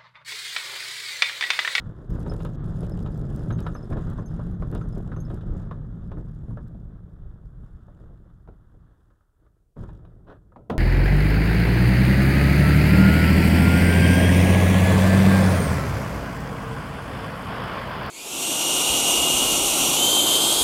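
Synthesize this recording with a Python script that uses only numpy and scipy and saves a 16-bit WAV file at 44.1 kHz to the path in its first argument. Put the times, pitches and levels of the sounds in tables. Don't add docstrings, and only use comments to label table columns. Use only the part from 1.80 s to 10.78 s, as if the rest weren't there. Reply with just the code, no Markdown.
import sys
import numpy as np
from scipy.fft import rfft, irfft, next_fast_len
from scipy.io import wavfile
from scipy.ndimage import uniform_filter1d, map_coordinates

SR = 44100
rng = np.random.default_rng(int(sys.argv[2]) if len(sys.argv) > 2 else 0)


def digitize_waveform(pressure):
    field = np.atleast_2d(pressure).T
    bounded = np.clip(field, -1, 1)
    quanta = np.round(bounded * 32767).astype(np.int16)
    wavfile.write(sys.argv[1], SR, quanta)


N = 396018


def amp(db):
    return 10 ** (np.asarray(db) / 20)


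def unit(x):
    return x / np.sqrt(np.mean(x ** 2) + 1e-20)


def curves(rows):
    times, *columns = np.vstack(rows).T
    return [np.interp(np.arange(N) / SR, times, column) for column in columns]


def wobble(rate):
    points = rng.standard_normal(int(N * rate / SR) + 4)
    return map_coordinates(points, [np.arange(N) * rate / SR])


def filtered(x, response):
    size = next_fast_len(len(x) + SR // 2)
    hz = np.fft.rfftfreq(size, 1 / SR)
    return irfft(rfft(x, size) * response(hz), size)[:len(x)]


def coloured(x, points):
    f, db = np.transpose(points)
    f = np.r_[f[0] / 2, f, f[-1] * 2]
    db = np.r_[-80, db, -100]
    return unit(filtered(x, lambda hz: amp(np.interp(np.log(hz + 1), np.log(f), db))))


def resonance(hz, centre, width):
    return 1j * hz * width / (centre ** 2 - hz ** 2 + 1j * hz * width)


def modes(hz, table):
    return sum((-1) ** k * amp(db) * resonance(hz, centre, width)
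               for k, (centre, width, db) in enumerate(table))


def ringing(table, t):
    return unit(sum(amp(db + rng.normal(0, 3)) * np.sin(2 * np.pi * (hz * t + rng.random()))
                    for hz, db in table))


def impacts(rate, spread_db):
    size_db = spread_db * np.clip(rng.standard_normal(N), -2, 2)
    return (rng.random(N) < rate / SR) * rng.choice([-1, 1], N) * amp(size_db)


def steadied(x, span):
    size = max(int(span * SR), 2)
    power = uniform_filter1d(uniform_filter1d(x ** 2, size), size)
    return x / np.sqrt(np.abs(power) + 1e-9)


def add(track, s, sound):
    start = max(round(s * SR), 0)
    track[start:start + len(sound)] += sound[:N - start]


def envelope(s, attack, hold, t60):
    t = np.arange(N) / SR - s
    return np.clip(t / attack, 0, 1) * np.exp(-np.log(1000) * np.clip((t - attack - hold) / t60, 0, 2))


SETTLE_S, SETTLE_ATTACK_S, SETTLE_HOLD_S, SETTLE_T60_S = 7.955, 0.04, 0.021, 0.63
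ROCKING_DB, ROCKING_T60_S = -7, 3.1


def moments(rate):
    draws = rng.standard_normal((200, 3))
    times = np.cumsum(np.abs(draws[:, 0])) * np.sqrt(np.pi / 2) / rate
    return np.c_[times, draws[:, 1:]][times < SETTLE_S]


# time in seconds, shell boom in dB, panel drumming in dB, grass swish in dB, chatter in dB.
ROLL_OUT = [(0.0, -28, -43.5, -44, -65.5), (0.5, -33, -40.5, -58.5, -65.5), (0.9, -30.0, -42.5, -55.5, -69),
            (1.5, -30.5, -41, -57.0, -68.0), (2.2, -32, -42.5, -51.0, -67), (2.6, -30.5, -44.5, -57, -73),
            (3.3, -33.5, -46.5, -58.5, -72.5), (3.75, -33.5, -46.0, -57.0, -74.5),
            (4.05, -35.5, -52.5, -63.5, -85), (4.8, -38, -54.5, -66.5, -83), (5.2, -43, -57, -69, -93.5),
            (5.9, -49, -63.0, -69.5, -88), (6.25, -49, -60.5, -67.5, -88.5),
            (6.55, -51, -66.5, -72.5, -91.5), (7.1, -58.5, -69, -72.5, -96),
            (7.52, -72.5, -81.5, -83, -100.5), (7.64, -62, -68.5, -76, -105),
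            (7.93, -71.0, -82, -95, -100.0)]
# start in seconds, length in seconds, drop of the rumble in dB, drop of the chatter in dB.
LIGHT_STRETCHES = [(0.0, 0.3, 12.5, 15.5), (0.701, 0.075, 2.5, 2), (0.766, 0.068, 1.5, 25),
                   (1.936, 0.16, 5.5, 4), (2.438, 0.061, 5.5, 2), (2.747, 0.047, 2, 5),
                   (3.584, 0.07, 3, 10)]
LULL_EDGE_S, LULL_DRUM_SHARE, LULL_SWISH_SHARE = 0.021, 0.71, 0.99
# time of full strength in seconds, hold in seconds, thud in dB, boom in dB, drumming in dB.
JOLTS = [(0.067, 0.027, -46, -34.5, -50), (0.299, 0.048, -27, -33, -52), (0.471, .07, -29.5, -35, -38),
         (.64, 0.02, -48, -33.5, -49), (1.7, .08, -36, -25, -44), (2.117, .07, -30.5, -33.5, -37),
         (2.268, 0.022, -37, -28.5, -51), (2.81, 0.027, -30, -33.5, -45), (2.928, 0.066, -32, -34, -39),
         (3.076, 0.021, -30, -34, -60), (3.167, 0.024, -32, -35, -38), (3.374, 0.013, -38, -29.5, -40),
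         (3.503, 0.05, -30.5, -33, -44.5), (3.68, 0.074, -25.5, -38, -43.5),
         (4.313, 0.083, -36.5, -43, -44.5), (4.694, .05, -39, -34, -52), (5.044, .03, -39, -52, -60),
         (5.418, 0.087, -38, -55, -69), (5.62, 0.05, -40.5, -49, -64), (5.765, 0.077, -40, -45.5, -65),
         (5.928, 0.028, -41, -54, -72), (6.206, 0.15, -47.5, -53, -62), (6.678, 0.05, -44, -51.5, -59.5),
         (6.94, .035, -52, -57, -62), (7.0, .06, -56, -55, -74), (7.28, 0.038, -61, -65, -77),
         (8.782, 0.012, -57, -51, -59), (8.91, 0.061, -44, -37, -49)]
JOLT_ATTACK_S, JOLT_T60_S = 0.019, 0.16
FULL_BOOM_DB = -31
THUD_DB, THUD_FOLLOWS = -33, 0.84
DEEP_DB, DEEP_FOLLOWS = -35, 1
UPPER_DB, UPPER_FOLLOWS = -33, 1.24
SETTLE_THUD_DB, SETTLE_BOOM_DB, SETTLE_DRUM_DB = -36, -38, -46.5
SETTLE_RUSTLE_DB, SETTLE_CREAK_DB = -61, -82.5
SETTLE_RATTLE_DB, SETTLE_RATTLE_HOLD_S, SETTLE_RATTLE_T60_S = -82, 0.1, 0.28


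def ground():
    boom_db, drum_db, swish_db, chatter_db = curves(ROLL_OUT)
    t = np.arange(N) / SR
    ease_db, hush_db = np.zeros((2, N))
    for s, length, rumble_db, rattle_db in LIGHT_STRETCHES:
        inside = np.clip(np.minimum(t - s, s + length - t) / LULL_EDGE_S + .5, 0, 1)
        ease_db = ease_db + rumble_db * inside
        hush_db = hush_db + rattle_db * inside
    shake_db = boom_db - FULL_BOOM_DB - ease_db

    jolt = envelope(SETTLE_S, SETTLE_ATTACK_S, SETTLE_HOLD_S, SETTLE_T60_S)
    rocking = amp(ROCKING_DB) * envelope(SETTLE_S, SETTLE_ATTACK_S, SETTLE_HOLD_S, ROCKING_T60_S)
    settle = np.hypot(jolt, rocking)
    power = np.outer(amp([SETTLE_THUD_DB, SETTLE_BOOM_DB, SETTLE_DRUM_DB]) ** 2, settle ** 2)
    for s, hold, thud_db, body_db, panel_db in JOLTS:
        shape = envelope(s - JOLT_ATTACK_S, JOLT_ATTACK_S, hold, JOLT_T60_S)
        power += np.outer(amp([thud_db, body_db, panel_db]) ** 2, shape ** 2)
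    thud, boom, drum = np.sqrt(power)
    rattle = amp(SETTLE_RATTLE_DB) * envelope(SETTLE_S, 0.037, SETTLE_RATTLE_HOLD_S, SETTLE_RATTLE_T60_S)

    return dict(
        thud=np.hypot(amp(THUD_DB + THUD_FOLLOWS * shake_db), thud),
        deep=np.hypot(amp(DEEP_DB + DEEP_FOLLOWS * shake_db), amp(-1.5) * boom),
        upper=np.hypot(amp(UPPER_DB + UPPER_FOLLOWS * shake_db), amp(-5) * boom),
        drum=np.hypot(amp(drum_db - LULL_DRUM_SHARE * ease_db), drum),
        swish=np.hypot(amp(swish_db - LULL_SWISH_SHARE * ease_db), amp(SETTLE_RUSTLE_DB) * settle),
        chatter=np.hypot(amp(chatter_db - hush_db), rattle + amp(SETTLE_CREAK_DB) * settle))


# frequency in Hz, level in dB.
LINKAGE_COLOUR = [(150, 2), (330, -0.5), (600, 6), (800, -3), (1300, -4), (1700, -6), (2200, -33),
                  (3500, -34), (8000, -68)]
# frequency in Hz, level in dB.
CRACK_COLOUR = [(1200, -18.5), (2000, -11), (3500, -2), (4500, -15), (7000, -23), (11000, -26),
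                (16000, -32.5)]
# frequency in Hz, level in dB.
PANEL_COLOUR = [(150, -26.5), (250, -5), (310, 0), (400, -3.5), (500, -9), (620, -11.5), (800, -18.5),
                (1200, -28), (1700, -33.5), (2400, -49)]
SLIDE_S, SLIDE_ATTACK_S, SLIDE_HOLD_S, SLIDE_T60_S, SLIDE_DB = 8.463, 0.023, 0.046, 0.14, -47.5


def slide():
    stroke = envelope(SLIDE_S, SLIDE_ATTACK_S, SLIDE_HOLD_S, SLIDE_T60_S)
    slips = rng.standard_normal(N) * amp(3.0 * wobble(rate=150))
    scrape = coloured(slips, LINKAGE_COLOUR)
    scrape += amp(-25.5) * coloured(slips, CRACK_COLOUR)
    scrape += amp(-1.5) * coloured(slips[::-1], PANEL_COLOUR)
    return stroke * amp(SLIDE_DB) * scrape


# start in seconds, peak in dB.
SHARP_TICKS = [(.305, -48.5), (.404, -44), (.538, -42.5), (0.633, -45.5), (.65, -40.5), (1.097, -42),
               (1.228, -44.5), (1.377, -47), (1.415, -47), (1.562, -42.5), (1.804, -41), (2.301, -47),
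               (2.915, -41.5), (2.95, -34.5), (3.09, -50), (3.181, -47), (3.545, -48.5), (3.738, -51),
               (4.882, -58), (5.83, -66), (8.01, -60), (8.9, -43)]
# frequency in Hz, level in dB.
TICK_COLOUR = [(2000, -23), (4000, -2), (7000, -1), (9500, -1.5), (13000, -4), (16000, -14.5)]
LIGHT_TICK_RATE, LIGHT_TICK_DB, LIGHT_TICK_SPREAD_DB = 12, 13, 4


def ticks(drive):
    track, t = np.zeros(N), np.arange(SR // 50) / SR
    sharp = [(s, amp(db)) for s, db in SHARP_TICKS]
    light = [(s, drive["chatter"][int(s * SR)] * amp(LIGHT_TICK_DB + LIGHT_TICK_SPREAD_DB * size))
             for s, size, _ in moments(LIGHT_TICK_RATE)]
    for s, gain in sharp + light:
        fade = amp(-60 * t / .004) + .25 * amp(-60 * t / .016)
        click = coloured(rng.standard_normal(len(t)), TICK_COLOUR) * fade
        add(track, s, gain * click / np.abs(click).max())
    return track


# start in seconds, level in dB before a shared cut, which part.
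STEEL_CLINKS = [(.497, -35.5, 0), (1.12, -45, 0), (1.725, -42.5, 1), (1.75, -54, 1), (1.836, -52, 1),
                (1.945, -44.5, 1), (1.966, -46, 0), (1.985, -51, 0), (2.028, -49, 0), (2.388, -56, 1),
                (2.46, -44.5, 1), (2.48, -56, 0), (3.025, -57, 1), (3.128, -51, 0), (3.364, -50, 1),
                (3.403, -41.5, 1), (3.451, -49.5, 0)]
# main mode in Hz, upper mode in Hz, upper mode in dB against the main.
STEEL_PARTS = [(5160, 9100, -19), (6300, 11230, -12)]
LIGHT_CLINK_RATE, LIGHT_CLINK_DB, LIGHT_CLINK_SPREAD_DB = 3.5, 8, 2
CLINK_CUT_DB = -6.5


def clinks(drive):
    track, t = np.zeros(N), np.arange(SR // 4) / SR
    clear = [(s, amp(db), part) for s, db, part in STEEL_CLINKS]
    light = [(s, drive["chatter"][int(s * SR)] * amp(LIGHT_CLINK_DB + LIGHT_CLINK_SPREAD_DB * size),
              int(pick > 0))
             for s, size, pick in moments(LIGHT_CLINK_RATE) if drive["chatter"][int(s * SR)] > amp(-80)]
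    for s, gain, part in clear + light:
        main_hz, upper_hz, upper_db = STEEL_PARTS[round(part)]
        main_hz = main_hz * (1 + .007 * rng.standard_normal())
        upper_hz = upper_hz * (1 + 0.005 * rng.standard_normal())
        main = np.sin(2 * np.pi * main_hz * t) * amp(-60 * t / .07)
        upper = amp(upper_db) * np.sin(2 * np.pi * upper_hz * t) * amp(-60 * t / 0.095)
        ring = gain * amp(CLINK_CUT_DB) * (main + upper) * (1 - np.exp(-t / 0.0002))
        add(track, s, ring)
        for delay in rng.uniform(0.0055, 0.021, size=2):
            add(track, s + delay, amp(-23.5) * ring)
    return track


# start in seconds, level in dB before a shared cut, main pitch in Hz, body in dB, treble in dB.
LINKAGE_KNOCKS = [(.463, -32.5, 885, -1.5, -24), (.517, -36.5, 1140, 4.5, -20), (.603, -40, 926, 5, -12),
                  (.649, -37, 1346, 6, -10), (1.26, -36.5, 840, 2.5, -15), (1.704, -30, 1320, 0.5, -17),
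                  (1.787, -37.5, 1420, 1, -11.5), (1.865, -23, 1340, -4, -24),
                  (1.951, -30, 1250, -4.5, -31), (2.123, -26.5, 1080, -4, -31), (2.169, -32, 1000, 1, -28),
                  (2.384, -31, 1040, -4, -38), (2.593, -33, 1100, 1.5, -33),
                  (2.822, -30.5, 1080, -1.5, -32.5), (2.925, -34.5, 870, -1, -22.5),
                  (2.951, -33, 1190, -0.5, -15), (3.013, -33, 1320, -8, -36),
                  (3.318, -30.5, 1330, -4.5, -33), (3.364, -38, 1070, 0.5, -25),
                  (3.501, -38, 1270, 1.5, -18), (3.608, -48.5, 1250, 4.5, -9), (3.911, -29, 1130, -3, -28),
                  (4.316, -36.5, 925, -1.5, -21.5), (4.371, -45.5, 1240, 3.5, -32),
                  (4.708, -45, 1100, 0, -41), (4.772, -38, 1266, 3, -41), (6.081, -49, 700, -1, -30),
                  (6.675, -43.5, 700, -11.5, -42), (7.303, -57.5, 1130, 0, -26),
                  (7.408, -64, 1300, -1, -26), (7.665, -57, 1260, -6, -32), (7.966, -44, 1000, -3, -37),
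                  (8.036, -43.5, 1110, 0.5, -25), (8.089, -47, 840, 4, -17.5),
                  (8.25, -52.5, 1220, 0.5, -15), (8.72, -54, 1290, 2.5, -34), (8.76, -35.5, 935, -18, -54),
                  (8.901, -20.5, 1100, -4, -27)]
# frequency in Hz, level in dB.
PANEL_RINGS = [(580, 1), (945, -4.5), (1055, -6), (1258, -3.5), (1400, -9.5), (1720, -12)]
# frequency in Hz, level in dB.
ROD_RINGS = [(2470, -5), (2790, -4), (3050, -2), (3550, -1), (3820, 0)]
LIGHT_KNOCK_RATE, LIGHT_KNOCK_DB, LIGHT_KNOCK_SPREAD_DB = 3, 7.5, 0.5
LIGHT_KNOCK_HZ, LIGHT_BODY_DB, LIGHT_TREBLE_DB = 1205, -1.5, -22
KNOCK_CUT_DB, KNOCK_T60_S, KNOCK_ATTACK_S = -4.5, .1, 0.00027
PANEL_RING_DB, PANEL_RING_T60_S = -6, .14
ROD_RING_DB, ROD_RING_T60_S = -4, .13


def knocks(drive):
    track, t = np.zeros(N), np.arange(SR // 4) / SR
    heavy = [(s, amp(db), pitch_hz, body_db, treble_db)
             for s, db, pitch_hz, body_db, treble_db in LINKAGE_KNOCKS]
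    light = [(s, drive["swish"][int(s * SR)] * amp(LIGHT_KNOCK_DB + LIGHT_KNOCK_SPREAD_DB * size),
              LIGHT_KNOCK_HZ * np.exp(0.11 * detune), LIGHT_BODY_DB, LIGHT_TREBLE_DB)
             for s, size, detune in moments(LIGHT_KNOCK_RATE) if drive["chatter"][int(s * SR)] > amp(-85)]
    for s, gain, pitch_hz, body_db, treble_db in heavy + light:
        ring_noise, body_noise, crack_noise = rng.standard_normal((3, len(t)))
        ring = unit(filtered(ring_noise, lambda hz: resonance(hz, pitch_hz, 297) ** 2))
        ring = steadied(ring, span=.004)
        body = amp(body_db) * coloured(body_noise, LINKAGE_COLOUR)
        scatter = amp(-1.0) * (0.47 * ring + body) * amp(-60 * t / KNOCK_T60_S)
        panels = amp(body_db + PANEL_RING_DB) * ringing(PANEL_RINGS, t) * amp(-60 * t / PANEL_RING_T60_S)
        direct = 0.82 * np.sin(2 * np.pi * pitch_hz * t) * amp(-60 * t / 0.03)
        rod = amp(ROD_RING_DB) * ringing(ROD_RINGS, t) * amp(-60 * t / ROD_RING_T60_S)
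        crack = amp(treble_db) * (coloured(crack_noise, CRACK_COLOUR) * amp(-60 * t / 0.08) + rod)
        knock = (direct + scatter + panels + crack) * (1 - np.exp(-t / KNOCK_ATTACK_S))
        add(track, s, gain * amp(KNOCK_CUT_DB) * knock)
    return track


# frequency in Hz, width in Hz, level in dB.
SHELL_MODES = [(81, 28, -9.5), (112, 14.5, 3), (148.3, 24, -2.5), (174, 16.5, 1.5), (217.4, 34, 1.5),
               (299, 21, -1), (411, 103, -7.5), (584, 30, -5.5), (643, 27, -3.5), (790, 150, -12.5),
               (938, 110, -14.5), (1028, 70, -15), (1306, 28, -13.5), (1490, 130, -23), (1780, 610, -35.5)]


def shell(hz, contact_hz):
    return modes(hz, SHELL_MODES) / (1 + 1j * hz / contact_hz) ** 2


# start in seconds, level in dB, contact hardness in Hz,
# crack in dB against the ring, time in seconds for the ring to fall 60 dB.
SHELL_BLOWS = [(1.029, -30.5, 900, -25.5, .093), (2.108, -32.5, 1100, -42, 0.18),
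               (2.168, -31, 1300, -30, 0.15), (2.951, -30, 1500, -32, 0.076),
               (4.945, -41.5, 597, -40, 0.12), (6.085, -52, 1200, -45, .12), (6.458, -52.5, 490, -36, .12),
               (6.686, -44, 1900, -52, .17), (7.964, -41, 296, -49, 0.69), (8.763, -46, 1400, -47, 0.61),
               (8.8985, -22, 1500, -23.5, 0.45)]


def clunks():
    track, t = np.zeros(N), np.arange(SR // 2) / SR
    for s, db, contact_hz, crack_db, t60 in SHELL_BLOWS:
        judder, crack_noise = rng.standard_normal((2, len(t)))
        force = 0.052 * judder * amp(-60 * t / 0.26)
        force[0] += 1
        ring = filtered(force, lambda hz: shell(hz, contact_hz) * 1j * hz / (80 + 1j * hz))
        ring = steadied(unit(ring), span=.025) * amp(-60 * t / t60)
        crack = amp(crack_db) * coloured(crack_noise, CRACK_COLOUR) * amp(-60 * t / 0.13)
        add(track, s, amp(db) * (ring + crack))
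    return track


# frequency in Hz, level in dB.
FITTING_COLOUR = [(1500, -15), (2500, 3.5), (3500, 8.5), (4400, 0), (6000, 1), (8000, 2), (10000, -14),
                  (13500, -5), (16000, -31)]
# frequency in Hz, width in Hz, level in dB.
FITTING_RINGS = [(5020, 270, 5), (6300, 220, -12.5), (6920, 200, 2), (8400, 300, -5), (9480, 400, 0),
                 (10520, 370, -0.5), (11500, 150, -13.5), (13200, 630, -15)]


def chatter(vibration, drive):
    swing = steadied(unit(vibration), span=0.14)
    contact = .25 + np.clip(swing - .6, 0, 1.2) + .3 * np.clip(-swing - .8, 0, 1.2)
    grit = rng.standard_normal(N) + .45 * unit(impacts(rate=900, spread_db=4))
    rasp = coloured(grit * contact * amp(4 * wobble(rate=150)), FITTING_COLOUR)
    jingle = np.zeros(N)
    for centre, width, db in FITTING_RINGS:
        taps = impacts(rate=320, spread_db=4) * contact
        jingle += amp(db) * filtered(taps, lambda hz: resonance(hz, centre, width))
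    mix = steadied(rasp + amp(-4.0) * unit(jingle), span=0.059)
    return drive["chatter"] * amp(0.7 + 3.2 * wobble(rate=19)) * mix


# frequency in Hz, level in dB.
GRASS_COLOUR = [(400, -3.5), (700, 0.5), (950, 1.5), (1300, 5.5), (1700, -1.5), (2000, -12), (2350, -24),
                (2900, -20), (3500, -13), (4300, -26.5), (7000, -32.5), (11000, -62), (16000, -41)]


def turf(drive):
    drum = steadied(coloured(impacts(rate=600, spread_db=4.5), PANEL_COLOUR), span=.05)
    drum = drum * amp(-0.42 + 1.68 * wobble(rate=25))
    stalks = unit(impacts(rate=500, spread_db=1.5)) + 0.94 * rng.standard_normal(N)
    swish = coloured(stalks, GRASS_COLOUR) * amp(0.28 + 1.2 * wobble(rate=31))
    return drive["drum"] * drum + drive["swish"] * swish


# frequency in Hz, level in dB.
WHEEL_COLOUR = [(10, -21.5), (20, -8.5), (30, -5.5), (41, -3), (55, -7), (70, -7.5), (90, -14),
                (140, -46.5)]


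def rumble(drive):
    thud = steadied(coloured(impacts(rate=300, spread_db=6.5), WHEEL_COLOUR), span=0.079)
    boom = filtered(impacts(rate=400, spread_db=2.5), lambda hz: shell(hz, contact_hz=257))
    deep = coloured(boom, [(65, -4.5), (90, 2), (125, -1), (150, -15.5), (220, -46.0)])
    deep = steadied(deep, span=0.076)
    upper = coloured(boom, [(115, -21.5), (145, 3.5), (172, -4.0), (200, -2.5), (230, -3),
                            (290, -8.0), (500, -36.5)])
    tyre_hz = 165 + 7 * wobble(rate=4)
    phase = 2 * np.pi * np.cumsum(tyre_hz) / SR
    hum = unit(wobble(rate=24) * np.sin(phase) + wobble(rate=22) * np.cos(phase))
    upper = steadied(upper + 1.2 * hum, span=.09)
    return drive["thud"] * thud + drive["deep"] * deep + drive["upper"] * upper


def scene():
    drive = ground()
    vibration = rumble(drive)
    rolling = vibration + turf(drive) + chatter(vibration, drive)
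    contacts = slide() + clunks() + clinks(drive) + knocks(drive) + ticks(drive)
    return (rolling + contacts)[None]


# frequency in Hz, level in dB.
HISS_COLOUR = [(30, 25), (300, 14.7), (2000, 5.6), (5000, 6.1), (9000, 8.9), (15500, 5.8)]
TOP_HZ = 15800


def record(dry):
    x = dry[0] + amp(-87) * coloured(rng.standard_normal(N), HISS_COLOUR)
    ceiling = amp(-19.6)
    x = x / (1 + np.abs(x / ceiling) ** 6) ** (1 / 6)
    return filtered(x, lambda hz: hz < TOP_HZ)[None]


dry = scene()
out = record(dry)
digitize_waveform(out)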